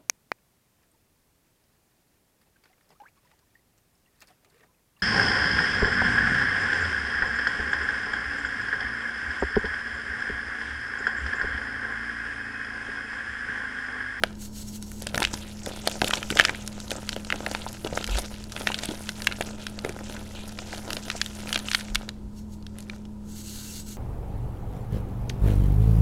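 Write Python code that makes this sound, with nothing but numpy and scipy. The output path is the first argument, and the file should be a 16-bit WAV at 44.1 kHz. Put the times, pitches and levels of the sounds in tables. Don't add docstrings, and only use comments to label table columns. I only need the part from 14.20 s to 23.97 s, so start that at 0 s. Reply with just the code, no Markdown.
import sys
import numpy as np
from scipy import signal
from scipy.fft import rfft, irfft
from scipy.io import wavfile

SR = 44100
rng = np.random.default_rng(int(sys.argv[2]) if len(sys.argv) > 2 else 0)


def log_audio(samples):
    frames = np.atleast_2d(samples).T
    limited = np.clip(frames, -1, 1)
    pcm = np.round(limited * 32767).astype(np.int16)
    wavfile.write(sys.argv[1], SR, pcm)


N = 430857


def amp(db):
    return 10 ** (np.asarray(db) / 20)


def rms_one(x):
    return x / np.sqrt(np.mean(x ** 2) + 1e-20)


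def in_time(rows):
    t_s, *columns = np.transpose(rows)
    return [np.interp(np.arange(N) / SR, t_s, column) for column in columns]


def colour(x, spectrum):
    hz = np.maximum(np.arange(N // 2 + 1) * SR / N, 1)
    point_hz, point_db = np.array(spectrum).T
    gain = amp(np.interp(np.log(hz), np.log(point_hz), point_db))
    return rms_one(irfft(rfft(x) * gain, N))


def drift(rate_hz):
    r = np.exp(-80 * np.pi * rate_hz / SR)
    noise = rng.standard_normal(N // 40 + 2002)
    slow = signal.lfilter([1], [1, -2 * r, r * r], noise)[2000:]
    return np.interp(np.arange(N) / 40, np.arange(len(slow)), rms_one(slow))


def resonance(x, hz, width_hz):
    r = np.exp(-np.pi * width_hz / SR)
    numerator = np.array([1, 0, -1]) * (1 - r * r) / 2
    return signal.lfilter(numerator, [1, -2 * r * np.cos(2 * np.pi * hz / SR), r * r], x)


def butter2(x, hz, kind):
    return signal.sosfilt(signal.butter(2, hz, kind, fs=SR, output="sos"), x)


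def grains(per_s, spread_db):
    sizes = amp(spread_db * np.minimum(rng.exponential(1, N), 5)) * rng.choice([-1, 1], N)
    return sizes * (rng.random(N) < per_s / SR) + 1e-18


def gesture(t_full_s, hold_s, level_db, on_db_per_s, off_db_per_s):
    t = np.arange(0, N + 64, 64)[:, None] / SR
    before_s = np.maximum(t_full_s - t, 0)
    after_s = np.maximum(t - t_full_s - np.abs(hold_s), 0)
    short_db = on_db_per_s * before_s + off_db_per_s * after_s
    power = np.sum(amp(level_db - np.minimum(short_db, 200)) ** 2, axis=1)
    return np.interp(np.arange(N) / SR, t[:, 0], np.sqrt(power))


def appliance():
    # f/Hz, level/dB rms before wavering
    hum = [(82.3, -47.5), (119.9, -52), (165, -61), (209.8, -43), (329.5, -62)]
    # f/Hz, relative density/dB per Hz
    air = [(20, -3.5), (34, -9.5), (46, -4.5), (60, -8.5), (72, -19), (200, -16), (330, -19), (730, -32.5),
           (950, -28), (1500, -43), (2000, -48), (7700, -50), (16000, -59.5)]
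    air_db = -43.5
    t = np.arange(N) / SR
    tones = np.zeros(N)
    for hz, level_db in hum:
        gain = np.sqrt(2) * amp(level_db + 1.5 * drift(4.5))
        phase = 0.49 * drift(3.2) + 2 * np.pi * rng.random()
        tones += gain * np.sin(2 * np.pi * hz * t + phase)
    return tones + amp(air_db) * colour(rng.standard_normal(N), air)


def room(x, t60_s, wet_db):
    t = np.arange(SR // 3) / SR
    tail = rng.standard_normal(len(t)) * amp(-60 * t / t60_s) * (t > .004)
    tail = signal.lfilter([.5], [1, -.5], tail)
    return amp(wet_db) * signal.fftconvolve(x, tail / np.sqrt(np.sum(tail ** 2)))[:N]


def bumps():
    # start t/s, nominal level/dB, f/Hz, length/s
    bump_rows = [(1.003, -35, 40.4, 0.12), (2.074, -35, 45, 0.097), (3.847, -24, 46, 0.2),
                 (6.126, -41, 40, .1), (7.672, -25.5, 35.5, 0.17), (7.953, -31, 48, 0.15)]
    out, t = np.zeros(N), np.arange(N) / SR
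    shake = rng.standard_normal(N)
    for start_s, level_db, hz, length_s in bump_rows:
        swell = np.sin(np.pi * np.clip((t - start_s) / length_s, 0, 1))
        rumble = resonance(resonance(shake, hz, 0.38 * hz), hz, 0.38 * hz)
        out += amp(level_db - 4.5) * swell * rms_one(rumble)
    return out


def squeak():
    # t/s, f/Hz, level/dB, both before wavering
    glide = [(8.33, 4300, -88), (8.4, 4450, -72), (8.55, 4750, -72), (8.66, 4670, -86)]
    hz, level_db = in_time(glide)
    phase = 2 * np.pi * np.cumsum(hz + 40 * drift(40)) / SR
    return amp(level_db + 4.0 * drift(25)) * np.sin(phase)


def rubbing():
    # t at full speed/s, hold/s, level/dB
    strokes = [(0.218, 0.04, -43), (0.362, 0.061, -43.5), (0.487, 0, -42.5), (.555, .0, -41),
               (.63, 0.0084, -50.5), (0.67, 0.13, -50), (8.19, .0, -51.5), (8.33, 0.011, -55.5),
               (9.091, 0.039, -50), (9.167, 0.05, -44.5), (9.264, 0.34, -42), (9.684, 0.052, -44)]
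    # f/Hz, width/Hz, relative level/dB before wandering
    block = [(1520, 230, -9), (2650, 150, -1), (4360, 660, -2), (5500, 150, 6.5), (6520, 220, 0),
             (7980, 170, 7), (12200, 430, -11)]
    friction = rng.standard_normal(N) * amp(0.96 * drift(59))
    modes = np.zeros(N)
    for k, (hz, width_hz, level_db) in enumerate(block):
        mode = resonance(friction, hz, width_hz)
        modes += (-1) ** k * amp(level_db + 2.8 * drift(11)) * mode
    broad = resonance(friction, 6900, 5200) + 0.35 * resonance(friction, 2430, 2000)
    stroke = gesture(*np.transpose(strokes), on_db_per_s=356, off_db_per_s=408)
    return stroke * rms_one(rms_one(modes) + 1.1 * rms_one(broad))


def effort():
    # t at full force/s, hold/s, crumbs level/dB, coarse lumps level/dB
    squeezes = [(.046, 0.018, -51, -47.5), (.83, 0.018, -47.5, -55), (0.974, 0.062, -40.5, -42.5),
                (1.484, 0.0019, -47, -41), (1.67, 0, -43, -47), (1.834, 0.14, -39, -45),
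                (2.123, 0.15, -42, -39.5), (2.72, .0, -40, -44), (2.934, 0, -43, -43),
                (3.136, 0.099, -44.5, -43), (3.265, 0.23, -44.5, -46.5), (3.66, .0, -62, -40),
                (3.755, 0.049, -41.5, -39), (3.927, 0.035, -34.5, -39), (4.113, 0.0059, -41.5, -49),
                (4.357, 0.053, -40.5, -40.5), (4.48, 0.13, -39.5, -44), (4.655, 0.071, -45, -41.5),
                (4.984, 0.1, -45.5, -48), (5.225, 0.071, -46, -46), (5.416, 0.023, -44.5, -62),
                (5.664, 0.031, -48.5, -43.5), (5.907, 0.00074, -41, -66), (6.53, 0.0022, -42, -40),
                (6.7, 0, -42, -40.5), (6.876, 0, -50, -43), (6.96, 0, -67, -53), (7.315, 0.021, -37.5, -40),
                (7.495, 0.086, -39, -59), (7.76, .0, -49, -43), (8.59, 0.013, -55, -55),
                (8.7, 0.046, -57, -58)]
    # t/s, crumbs level/dB, coarse lumps level/dB
    trickle = [(0, -78, -63), (.15, -72, -69), (.9, -65, -61), (1.15, -40, -45), (1.38, -48.5, -60),
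               (1.6, -41.5, -44), (2.45, -45, -44), (3.05, -46.5, -52), (3.9, -47, -62), (4.25, -51, -60),
               (4.85, -41.5, -52), (5.55, -52.5, -46.5), (6.05, -45.5, -46.5), (7.2, -41, -51),
               (7.7, -48, -51.5), (7.971, -72, -66.5), (9.77, -69.5, -68)]
    build_db_per_s, ease_db_per_s = 252, 118
    t_full_s, hold_s, *levels_db = np.transpose(squeezes)
    fine, coarse = [gesture(t_full_s, hold_s, level_db, build_db_per_s, ease_db_per_s)
                    for level_db in levels_db]
    fine_db, coarse_db = in_time(trickle)
    return fine, np.hypot(fine, amp(fine_db)), np.hypot(coarse, amp(coarse_db))


def small_cracks(squeeze):
    per_s, over_crumbs_db, spread_db = 30, 16, 3.5
    low_hz, high_hz = 1600, 4670
    snap_db, snap_spread_db = -10, 8
    count = int(per_s * N / SR)
    when, pitch = rng.random((count, 2)).T
    size, snap = rng.standard_normal((count, 2)).T
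    t_s = .01 + when * (N / SR - .02)
    squeeze_db = 20 * np.log10(squeeze[(t_s * SR).astype(int)])
    level_db = squeeze_db + over_crumbs_db + spread_db * size
    ring_hz = low_hz * (high_hz / low_hz) ** pitch
    return list(np.transpose([t_s, level_db, ring_hz, snap_db + snap_spread_db * snap]))


def thuds():
    # t/s, nominal level/dB, f/Hz
    thud_rows = [(0.0362, -13, 630), (0.821, -31.5, 520), (0.8677, -25, 570), (0.9428, -21, 570),
                 (0.9557, -27, 447), (0.9757, -18.5, 640), (1.0036, -17.5, 935), (1.02, -13.5, 805),
                 (1.1375, -19.5, 935), (1.4726, -21, 500), (1.6732, -13, 660), (1.82, -9, 725),
                 (1.844, -18.5, 503), (1.8712, -30, 640), (1.9337, -12.5, 1020), (2.1094, -24, 320),
                 (2.123, -24.5, 437), (2.159, -23, 526), (2.198, -13, 650), (2.2505, -22, 627),
                 (2.2934, -16.5, 885), (2.7164, -21.5, 566), (2.9647, -22.5, 544), (3.129, -27, 580),
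                 (3.2696, -20.5, 680), (3.3134, -23.5, 675), (3.3492, -18.5, 870), (3.4649, -18.5, 920),
                 (3.6479, -22.5, 382), (3.727, -19, 520), (3.7742, -21, 605), (3.9852, -20, 660),
                 (4.47, -23, 716), (4.502, -16.5, 905), (4.6344, -24.5, 634), (4.6891, -24, 283),
                 (4.7152, -28, 363), (5.2081, -16.5, 650), (5.649, -19.5, 434), (5.6626, -24.5, 536),
                 (5.6951, -24, 366), (6.42, -31.5, 620), (6.536, -25.5, 700), (6.736, -33.5, 333),
                 (6.77, -28, 610), (6.952, -26.5, 676), (7.3593, -21.5, 640)]
    settle_s, settle_db = .012, -11
    out, t = np.zeros(N + 4096), np.arange(2048) / SR
    for (t_s, level_db, hz), (deep, late) in zip(thud_rows, rng.random((len(thud_rows), 2))):
        low_hz = hz * (0.3 + 0.68 * deep)
        body = np.sin(2 * np.pi * hz * t) * np.exp(-t * hz / 1.03)
        body += 0.84 * np.sin(2 * np.pi * low_hz * t) * np.exp(-t * low_hz / 0.42)
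        onset = 1 - np.exp(-t / 0.00047)
        knock = amp(level_db + 5) * onset * body
        at = round(t_s * SR)
        again = at + round(settle_s * (.5 + late) * SR)
        out[at:at + 2048] += knock
        out[again:again + 2048] -= amp(settle_db) * knock
    return out[:N]


def crumb_ticks(clump):
    clicks, dealt = grains(900 * clump, spread_db=3.0), rng.integers(0, 10, N)
    ticks = np.zeros(N)
    for k, hz in enumerate(np.geomspace(1000, 9000, 10)):
        ticks += resonance(clicks * (dealt == k), hz, 0.24 * hz) / hz ** 0.21
    return butter2(ticks, 9000, "low")


def powder_puffs(clump):
    # f/Hz, relative density/dB per Hz
    powder_spectrum = [(600, -5), (1300, -24.5), (2500, -4.5), (4000, -6), (7000, -6.5), (10000, -8.5),
                       (16000, -29.5)]
    hiss, powder = colour(rng.standard_normal(N), powder_spectrum), np.zeros(N)
    fade = np.exp(-1 / (0.0054 * SR))
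    shared = np.abs(grains(60 * clump, spread_db=3.5))
    for band_hz in ([700, 2200], [2200, 4500], [4500, 8500], [8500, 17000]):
        starts = shared + np.abs(grains(60 * clump, spread_db=6.0))
        puffs = rms_one(signal.lfilter([1], [1, -fade], starts))
        gain = (0.86 + 0.5 * puffs) * amp(2.8 * drift(8.0))
        powder += gain * butter2(hiss, band_hz, "band")
    return powder


def crumbling(crumbs_gain, coarse_gain):
    clump = amp(5.0 * drift(30))
    fine = 0.53 * rms_one(crumb_ticks(clump)) + 0.54 * rms_one(powder_puffs(clump))
    lumps = rms_one(grains(350 * amp(4.9 * drift(18)), spread_db=4.5))
    lumps = lumps + 0.27 * rng.standard_normal(N)
    coarse = resonance(lumps, 535, 200) - 0.25 * resonance(lumps, 1500, 600) + resonance(lumps, 306, 180)
    return crumbs_gain * fine + coarse_gain * rms_one(coarse)


def cracks(rows):
    out, t = np.zeros(N + 4096), np.arange(2048) / SR
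    chance = rng.random((len(rows), 3))
    noise = rng.standard_normal((len(rows), 2, 2048))
    bright = butter2(noise[:, 0], [5500, 11000], "band")
    rise = 1 - np.exp(-t / 0.000081)
    for row, (cup, late, strong), hiss, white in zip(rows, chance, bright, noise[:, 1]):
        t_s, level_db, hz, snap_db = row
        ring = np.sin(2 * np.pi * hz * t) * np.exp(-t * hz / 0.54)
        cup_hz = 1300 + 550 * cup
        ring += .5 * np.sin(2 * np.pi * cup_hz * t) * np.exp(-t / 0.00063)
        snap = amp(snap_db) * hiss * np.exp(-t / 0.00042)
        grit = rms_one(resonance(resonance(white, hz, 1.01 * hz), hz, 1.01 * hz))
        splinters = grit * (0.45 * np.exp(-t / 0.0013) + 0.035 * np.exp(-t / 0.0069))
        blow = amp(level_db + 1.5) * (rise * (ring + splinters) + snap)
        echo = (0.11 + .5 * strong) * signal.lfilter([.6], [1, -.4], blow)
        at = round((t_s - .0003) * SR)
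        back = at + round((0.0016 + .0012 * late) * SR)
        out[at:at + 2048] += blow
        out[back:back + 2048] += echo
    return butter2(out[:N], 1150, "high")


def scene():
    # t/s, nominal level/dB, ring f/Hz, treble snap re ring/dB
    crack_rows = [(0.0366, -3, 1730, -5), (0.626, -30.5, 3480, 10), (0.7173, -31.5, 1600, 8),
                  (0.822, -25, 5060, 11), (0.8698, -14, 3550, -1), (0.889, -29, 3520, -3),
                  (0.9458, -10, 2060, -4), (0.9568, -20, 3420, 4), (0.9786, -12.5, 1430, 1.5),
                  (1.0031, -17, 2460, 3), (1.022, -8.5, 1770, -16), (1.0294, -9, 3330, -20),
                  (1.0408, -11.5, 2320, -27), (1.0504, -5.5, 2650, -24), (1.0727, -19, 2210, -26),
                  (1.1405, -16, 3970, -4), (1.4615, -19, 3130, 2), (1.6749, -5.5, 3320, -0.5),
                  (1.7145, -21, 2730, 0), (1.817, -4.5, 2180, -12), (1.8447, -13, 2970, -2),
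                  (1.8755, -14, 2420, -11), (1.8822, -18.5, 6170, 12), (1.9089, -7, 1690, -28),
                  (1.9363, -3.5, 2670, -31), (2.0291, -14, 2470, -14), (2.1034, -10, 2050, -10),
                  (2.1121, -18.5, 5010, 6.5), (2.1529, -22, 4440, 2), (2.1717, -5.5, 2400, -14),
                  (2.1856, -15, 3030, -6), (2.1913, -3, 2190, -14), (2.1978, 4.5, 1710, -37),
                  (2.2094, -8.5, 2290, -19), (2.2184, -20, 2600, -15), (2.2393, -18, 3020, -4),
                  (2.2448, -15, 1620, -18), (2.2511, 1, 2520, -33), (2.2846, -17, 1720, -17),
                  (2.2947, -10, 1840, -33), (2.348, -21, 1720, -33), (2.477, -20.5, 3840, 2),
                  (2.602, -21, 4530, -7), (2.707, -17, 2980, -2), (2.7162, -15.5, 2300, 0),
                  (2.8917, -12, 3340, -24), (2.9295, -18, 2700, -14), (2.9635, -18, 2570, -4),
                  (3.0483, -22.5, 3060, -2), (3.103, -9.5, 2000, -41), (3.1248, -9, 1830, -34),
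                  (3.2642, -11, 1800, -8), (3.314, -18.5, 4040, -5), (3.3493, -12, 2400, -30),
                  (3.647, -21, 2900, -15), (3.6728, -19, 2360, -28), (3.7753, -9, 1340, -30),
                  (3.8121, -28, 2980, -8), (3.843, -15, 3250, -9), (3.876, -16.5, 2960, -6),
                  (3.8955, -21, 2750, -11), (3.9479, -22, 2680, -19), (3.9695, -24.5, 3520, 1),
                  (3.9861, -13, 3640, -9), (4.0412, -32, 3180, -9), (4.3212, -20, 3250, -7),
                  (4.3645, -17, 1950, -21), (4.4723, -4.5, 1920, -41), (4.4898, -21, 2460, -17),
                  (4.5184, -16.5, 2650, -12), (4.5441, -11, 2500, -34), (4.589, -15.5, 3380, -22),
                  (4.635, -15, 3600, -8), (4.6879, -23, 3300, -14), (4.7107, -21, 3150, -14),
                  (4.8915, -11.5, 2660, -11), (5.0204, -19.5, 3180, 1), (5.0457, -26, 2500, 5),
                  (5.071, -1, 2340, -9), (5.1143, -20, 1690, -19), (5.1234, -15, 2500, -24),
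                  (5.2105, -13.5, 1900, 2), (5.2234, -16, 2700, -19), (5.4678, -11.5, 2520, -20),
                  (5.5901, -20, 3100, -25), (5.6481, -16.5, 1580, -6), (5.6933, -23.5, 1890, 5.5),
                  (5.79, -32, 1490, -21), (6.2931, -26.5, 4400, -25), (6.389, -17.5, 2500, -25),
                  (6.5295, -22.5, 1490, -15), (6.548, -27, 1920, -12), (6.58, -26, 4400, -4),
                  (6.705, -12, 2150, -6), (6.7315, -15, 3620, 1.5), (6.768, -15, 2720, -23),
                  (6.883, -21.5, 3000, -20), (6.9012, -9, 2470, -21), (6.9152, -19, 2830, -20),
                  (7.0152, -5.5, 2700, -28), (7.0616, -19.5, 3270, 3), (7.2733, -22, 2340, -21),
                  (7.292, -20, 2820, -14), (7.3284, -10, 3370, -7), (7.345, -12, 3570, -21),
                  (7.3587, -6.5, 2560, -27), (7.3764, -15.5, 3040, -2), (7.3912, -22, 3770, 1),
                  (7.4856, -14, 2700, -38.5), (7.5154, -9.5, 3170, -12), (7.5335, -13, 2750, -13),
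                  (7.548, -2, 2920, -16), (7.6095, -20, 2770, -46), (7.7484, -13, 5300, -11),
                  (7.756, -5, 2460, -4), (7.8908, -15.5, 2800, -23), (8.426, -41.5, 3600, -11),
                  (8.4666, -28.5, 3330, -10.5), (8.586, -32, 2100, 6), (8.6056, -36, 3500, 9),
                  (8.6265, -40, 3470, 5), (8.6982, -22, 2220, -24), (8.7463, -40.5, 3500, -24),
                  (8.8533, -36, 3470, -17.5)]
    tray_hz, tray_width_hz, tray_gain = 1390, 230, 0.25
    squeeze, crumbs_gain, coarse_gain = effort()
    chalk = cracks([*crack_rows, *small_cracks(squeeze)])
    chalk = chalk + thuds() + crumbling(crumbs_gain, coarse_gain)
    chalk = chalk + tray_gain * resonance(chalk, tray_hz, tray_width_hz)
    background = appliance() + bumps()
    hands = squeak() + rubbing()
    return (background + hands + chalk + room(chalk, t60_s=0.45, wet_db=-27.0))[None]


def record(dry):
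    dip_hz, dip_width_hz, dip_depth = 1124, 150, 0.8
    stop_hz = 16500
    clipped = np.clip(dry - dip_depth * resonance(dry, dip_hz, dip_width_hz), -1, 1)
    return signal.sosfilt(signal.cheby2(14, 60, stop_hz, fs=SR, output="sos"), clipped)


dry = scene()
out = record(dry)
log_audio(out)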